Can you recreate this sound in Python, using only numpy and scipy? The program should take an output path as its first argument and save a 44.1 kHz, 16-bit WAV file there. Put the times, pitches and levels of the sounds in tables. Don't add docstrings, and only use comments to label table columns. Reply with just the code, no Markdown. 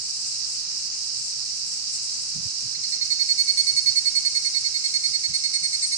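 import sys
import numpy as np
from scipy import signal
from scipy.fft import rfft, irfft
from scipy.io import wavfile

SR = 44100
rng = np.random.default_rng(int(sys.argv[2]) if len(sys.argv) > 2 else 0)


def unload_wav(signal):
    wavfile.write(
        sys.argv[1],
        SR,
        np.round(np.clip(np.atleast_2d(signal).T, -1, 1) * 32767).astype(np.int16),
    )


N = 263277
TIME = np.arange(N) / SR
HZ = np.fft.rfftfreq(N, 1 / SR)

# f/Hz, left level/dB per Hz, right level/dB per Hz
CHORUS_DENSITY = [(1500, -102, -102), (2000, -89, -90.5), (2715, -80, -82.5), (3430, -92.5, -87.5),
                  (3850, -83, -75.5), (3852, -82.5, -73), (4726, -70, -57.5), (5220, -64.5, -58),
                  (5735, -65.5, -61), (6600, -67.5, -72), (7000, -70, -77.5), (7500, -72, -97.5),
                  (8730, -82.5, -100), (11600, -100.5, -92.5)]
# t/s, level/dB
CHORUS_SWELL = [(0, -1), (.4, 0.5), (1.3, -0.34), (2.6, 0.3), (4, 0.5), (5.97, 0)]
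# t/s, relative level/dB
SIZZLE_EFFORT = [(0, 3), (.45, 2), (.75, -1), (1.1, 3.5), (1.45, -1), (1.75, 3.5), (2.4, -1), (3.1, 2),
                 (3.8, -1), (5, 0), (5.4, -2), (5.9, 4)]
# f/Hz, relative level/dB
SIZZLE_BODY_TONE = [(3500, -38), (5200, -3), (6200, -4.5), (7100, 3), (8100, 6.5), (8900, -2.5),
                    (9800, -10), (10500, -16)]
# t/s, depth/dB
SIZZLE_FALTERS = [(.67, 10), (.92, 15), (1.11, 9), (2.4, 5), (2.79, 8), (3.0, 27), (3.18, 14)]
# f/Hz, left level/dB per Hz, right level/dB per Hz
TOWN_DENSITY = [(20, -102, -86.5), (50, -98, -90.5), (74.6, -76.5, -81.5), (98, -80, -73),
                (179, -78.5, -80), (314, -84.5, -86), (710, -90, -92.5), (1150, -88.5, -89),
                (1970, -90, -93), (4940, -104, -104)]
# f/Hz, correlation/-1 to 1
TOWN_PORT_LIKENESS = [(60, -.25), (130, -0.62), (260, -0.67), (540, -0.39), (1130, 0.0069)]
# t/s, length/s, level on the louder side/dB, left minus right/dB
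LOW_THUMPS = [(1.125, 0.13, -55.5, -21), (2.342, 0.075, -38.5, -35), (2.415, 0.043, -50, -24),
              (2.448, 0.032, -36.5, -30), (2.615, 0.09, -46, -22), (2.719, .14, -56, -15),
              (3.715, 0.064, -52, -20), (3.832, .1, -49.5, -22), (5.08, .05, -54, 24),
              (5.275, 0.074, -46, 27), (5.603, 0.078, -54, 19)]
# t/s, rate/syllables per s
TRILL_PACE = [(2.75, 11.531), (3.2, 10.659), (4.3, 10.105), (4.8, 10.249), (5.25, 9.894), (5.85, 10.697)]
# t/s, level/dB
TRILL_EFFORT = [(2.75, -26.5), (3.03, -17.5), (3.35, -14.5), (3.67, -15.5), (3.84, -13.5), (4.75, -20),
                (4.95, -17.5), (5.92, -21)]
# t/s, relative level/dB
TOP_BRIGHTNESS = [(2.75, -20), (3.1, -18), (3.45, -8), (3.9, -10.5), (4.25, -8), (4.7, -7.5), (5.1, -3.5),
                  (5.9, 2)]
# harmonic of the tymbal tone, sideband of the rib clicks,
# left relative level/dB, right relative level/dB
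VOICE_PARTIALS = [(1, -1, -31, -41), (1, 0, -20, -14.3), (1, 2, -44, -38), (2, -1, -29, -16.8),
                  (2, 0, -12.5, 0.8), (2, 1, -30, -17), (3, 0, -22.5, -27), (4, -1, -22.5, -37),
                  (4, 0, -16.5, -30.5), (4, 1, -29, -44)]
# t/s, length/s, start f/Hz, end f/Hz, relative level/dB
BIRD_CHIRPS = [(3.562, 0.045, 3500, 3360, -52), (4.829, 0.081, 3600, 3000, -58)]

FALTER_S = .03

TRILL_START_S, WARM_UP_S, TIRE_S = 2.7485, 0.7, 0.9
SETTLED_HZ, FRESH_HZ, COLD_HZ = 4332, 76, 190
SETTLED_S, FRESH_S, COLD_S = .031, .008, .023
LENGTH_SCATTER, LEVEL_SCATTER_DB = .07, .5
RIB_HZ = 345

EDGE_HZ = 10600


def amp(db):
    return 10 ** (np.asarray(db) / 20)


def unit(x):
    return x / np.sqrt(np.mean(x ** 2) + 1e-20)


def curve(s, table):
    return np.interp(s, *np.transpose(table))


def spectrum(table, axis=1):
    table = np.array(table, float)
    return np.interp(np.log(HZ + 1), np.log(table[:, 0]), table[:, axis])


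def colour(white, table):
    density_db = np.array([spectrum(table, axis=1), spectrum(table, axis=2)])
    return irfft(rfft(white) * amp(density_db), N) * np.sqrt(SR / 2)


def wander(rate_hz):
    lowpass = 1 / (1 + (HZ / rate_hz) ** 4)
    return unit(irfft(rfft(rng.standard_normal(N)) * lowpass, N))


def shiver(size, memory):
    keep = np.exp(-1 / (SR * memory))
    return unit(signal.lfilter([1], [1, -keep], rng.standard_normal(size)))


def hiss(size, low_hz, high_hz):
    band = signal.butter(3, [low_hz, high_hz], "band", fs=SR, output="sos")
    settled = signal.sosfilt(band, rng.standard_normal(SR // 4))[-size:]
    return unit(settled)


def add(mix, s, sound):
    part = mix[:, max(round(s * SR), 0):][:, :sound.shape[1]]
    part += sound[:, :part.shape[1]]


def tymbal(rate_hz, jitter, ring):
    uneven_hz = rate_hz * (1 + jitter * wander(rate_hz=150))
    turns = np.cumsum(uneven_hz) / SR + rng.random()
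    decay = np.exp(-(turns % 1) / ring)
    return unit(decay * rng.standard_normal(N))


def chorus(count=6, flutter_db=0.76):
    sides = []
    for side in range(2):
        rates = rng.uniform(180, 480, count)
        crowd = unit(sum(tymbal(rate_hz=rate, jitter=.2, ring=0.51) for rate in rates))
        sides.append(crowd * amp(flutter_db * wander(rate_hz=13)))
    s, db = np.transpose(CHORUS_SWELL)
    swell_db = np.interp(TIME, s, db - np.mean(db))
    return colour(np.array(sides), CHORUS_DENSITY) * amp(swell_db)


def sizzler(left_db=-36.0, right_db=-53, flutter_db=1.96):
    effort_db = curve(TIME, SIZZLE_EFFORT) + flutter_db * wander(rate_hz=17)
    for s, depth_db in SIZZLE_FALTERS:
        effort_db = effort_db - depth_db * np.exp(-((TIME - s) / FALTER_S) ** 2)
    clicks = tymbal(rate_hz=290, jitter=0.55, ring=1.0)
    scattered = rng.standard_normal(N)
    rasp = irfft(rfft([clicks, scattered]) * amp(spectrum(SIZZLE_BODY_TONE)), N)
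    return unit(rasp) * amp(effort_db) * amp([[left_db], [right_db]])


def town(swell_db=1.0):
    a, b = rfft(rng.standard_normal((2, N)))
    same = np.clip(spectrum(TOWN_PORT_LIKENESS), -1, 1)
    right = same * a + np.sqrt(1 - same ** 2) * b
    return colour(irfft([a, right], N), TOWN_DENSITY) * amp(swell_db * wander(rate_hz=21))


def thumps(low_hz=72, high_hz=175):
    out = np.zeros((2, N))
    for s, length, db, pan_db in LOW_THUMPS:
        push = hiss(int(length * SR), low_hz, high_hz)
        bump = unit(push * signal.windows.tukey(len(push), .7))
        sides_db = [[db + min(pan_db, 0)], [db - max(pan_db, 0)]]
        add(out, s, bump * amp(sides_db))
    return out


def trill():
    s = TRILL_START_S
    while s < N / SR:
        age = s - TRILL_START_S
        cold = max(1 - age / WARM_UP_S, 0) ** 1.5
        fresh = np.exp(-max(age - WARM_UP_S, 0) / TIRE_S)
        longer, louder = rng.standard_normal(2)
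        length = (SETTLED_S + FRESH_S * fresh - COLD_S * cold) * (1 + LENGTH_SCATTER * longer)
        pitch_hz = SETTLED_HZ + FRESH_HZ * fresh - COLD_HZ * cold
        level_db = curve(s, TRILL_EFFORT) + LEVEL_SCATTER_DB * louder
        yield s, length, pitch_hz, level_db, cold
        s += 1 / curve(s, TRILL_PACE)


def syllable(s, length, pitch_hz, level_db, cold, lead=.006, fade=0.0091, arch=0.0011, sag=0.0038,
             build_db=7, dull_db=9, port_phase=3.01, ring_s=.024, ring_share=0.29, top_rise_s=0.0089,
             cold_db=10, top_scatter_db=2.5):
    t = np.arange(-lead, length + .1, 1 / SR)
    n = len(t)
    progress = np.clip(t / length, 0, 1)
    release = np.clip((t - length + fade) / (2 * fade), 0, 1)

    bend = arch * (.5 - progress) - sag * release ** 2
    hz = pitch_hz / 2 * (1 + bend + 0.0041 * shiver(n, memory=0.00088))
    tone = np.cumsum(hz) / SR
    ribs = np.cumsum(RIB_HZ * (1 + 0.031 * shiver(n, memory=0.0024))) / SR

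    attack = np.clip((t + lead) / lead, 0, 1)
    squeeze = attack * np.cos(np.pi / 2 * release) ** 2 * amp(level_db)

    top = amp(curve(s, TOP_BRIGHTNESS) - dull_db * (progress - 1.0))
    top = top * np.clip((t + lead) / (lead + top_rise_s), 0, 1)
    top = top * amp(top_scatter_db * rng.standard_normal())

    belly = squeeze * amp(build_db * (np.minimum(progress, .65) - 0.75))
    belly = belly * np.clip(t / 0.003 + 0.8, 0, 1)
    keep = np.exp(-1 / (SR * ring_s))
    belly = belly + ring_share * signal.lfilter([1 - keep], [1, -keep], belly)

    buzz = squeeze * amp(-.8 * (level_db + 22))
    hum = buzz * amp(-cold_db * cold)

    out = np.zeros((2, n))
    for harmonic, sideband, left_db, right_db in VOICE_PARTIALS:
        if harmonic > 2:
            shape, phase = squeeze * top, rng.normal(0, 1.9)
        else:
            shape, phase = buzz, port_phase
        if (harmonic, sideband) == (2, 0):
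            shape = belly
        elif (harmonic, sideband) == (1, 0):
            shape = hum
        turns = harmonic * tone + sideband * ribs + rng.random()
        wave = np.sqrt(2) * np.sin(2 * np.pi * turns + np.array([[phase], [0]]))
        out += amp([[left_db], [right_db]]) * shape * wave

    for left_db, right_db, shape, low_hz, high_hz in [
            (-29, -34, buzz, 1876, 2410),
            (-27, -19, buzz, 3880, 4070),
            (-20, -35, squeeze * np.sqrt(top), 6660, 8600)]:
        rasp = np.array([hiss(n, low_hz, high_hz) for side in range(2)])
        out += amp([[left_db], [right_db]]) * shape * rasp
    return s - lead, out


def grove(x, t60=0.22, first=0.031, count=3):
    t, out = np.arange(SR) / SR, np.zeros((2, N))
    for k in range(count):
        hits = rng.standard_normal((2, SR)) * (rng.random((2, SR)) < 1500 / SR)
        taps = hits * amp(-60 * t / t60) * (t > first)
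        taps = taps / np.linalg.norm(taps, axis=1, keepdims=True)
        share = np.sqrt(2 / count) * np.cos(np.pi * (1.606 * TIME + k / count))
        out += signal.fftconvolve(x * share, taps, axes=1)[:, :N]
    return out


def evening_cicada(left_echo_db=-7, right_echo_db=-14, scatter_hz=1700):
    call = np.zeros((2, N))
    for row in trill():
        add(call, *syllable(*row))
    scattered = signal.lfilter(*signal.butter(1, scatter_hz, "high", fs=SR), call)
    return call + amp([[left_echo_db], [right_echo_db]]) * grove(scattered)


def bird():
    out = np.zeros((2, N))
    for s, length, start_hz, end_hz, db in BIRD_CHIRPS:
        hz = np.linspace(start_hz, end_hz, int(length * SR))
        whistle = np.sin(2 * np.pi * np.cumsum(hz) / SR)
        chirp = amp(db) * np.hanning(len(hz)) * 2 * whistle
        add(out, s, chirp[None])
    return out + .5 * grove(out)


def scene():
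    return chorus() + sizzler() + town() + thumps() + evening_cicada() + bird()


def record(dry):
    lowpass = signal.firwin(601, EDGE_HZ, window=("kaiser", 9), fs=SR)
    return signal.oaconvolve(dry, lowpass[None], "same")


dry = scene()
out = record(dry)
unload_wav(out)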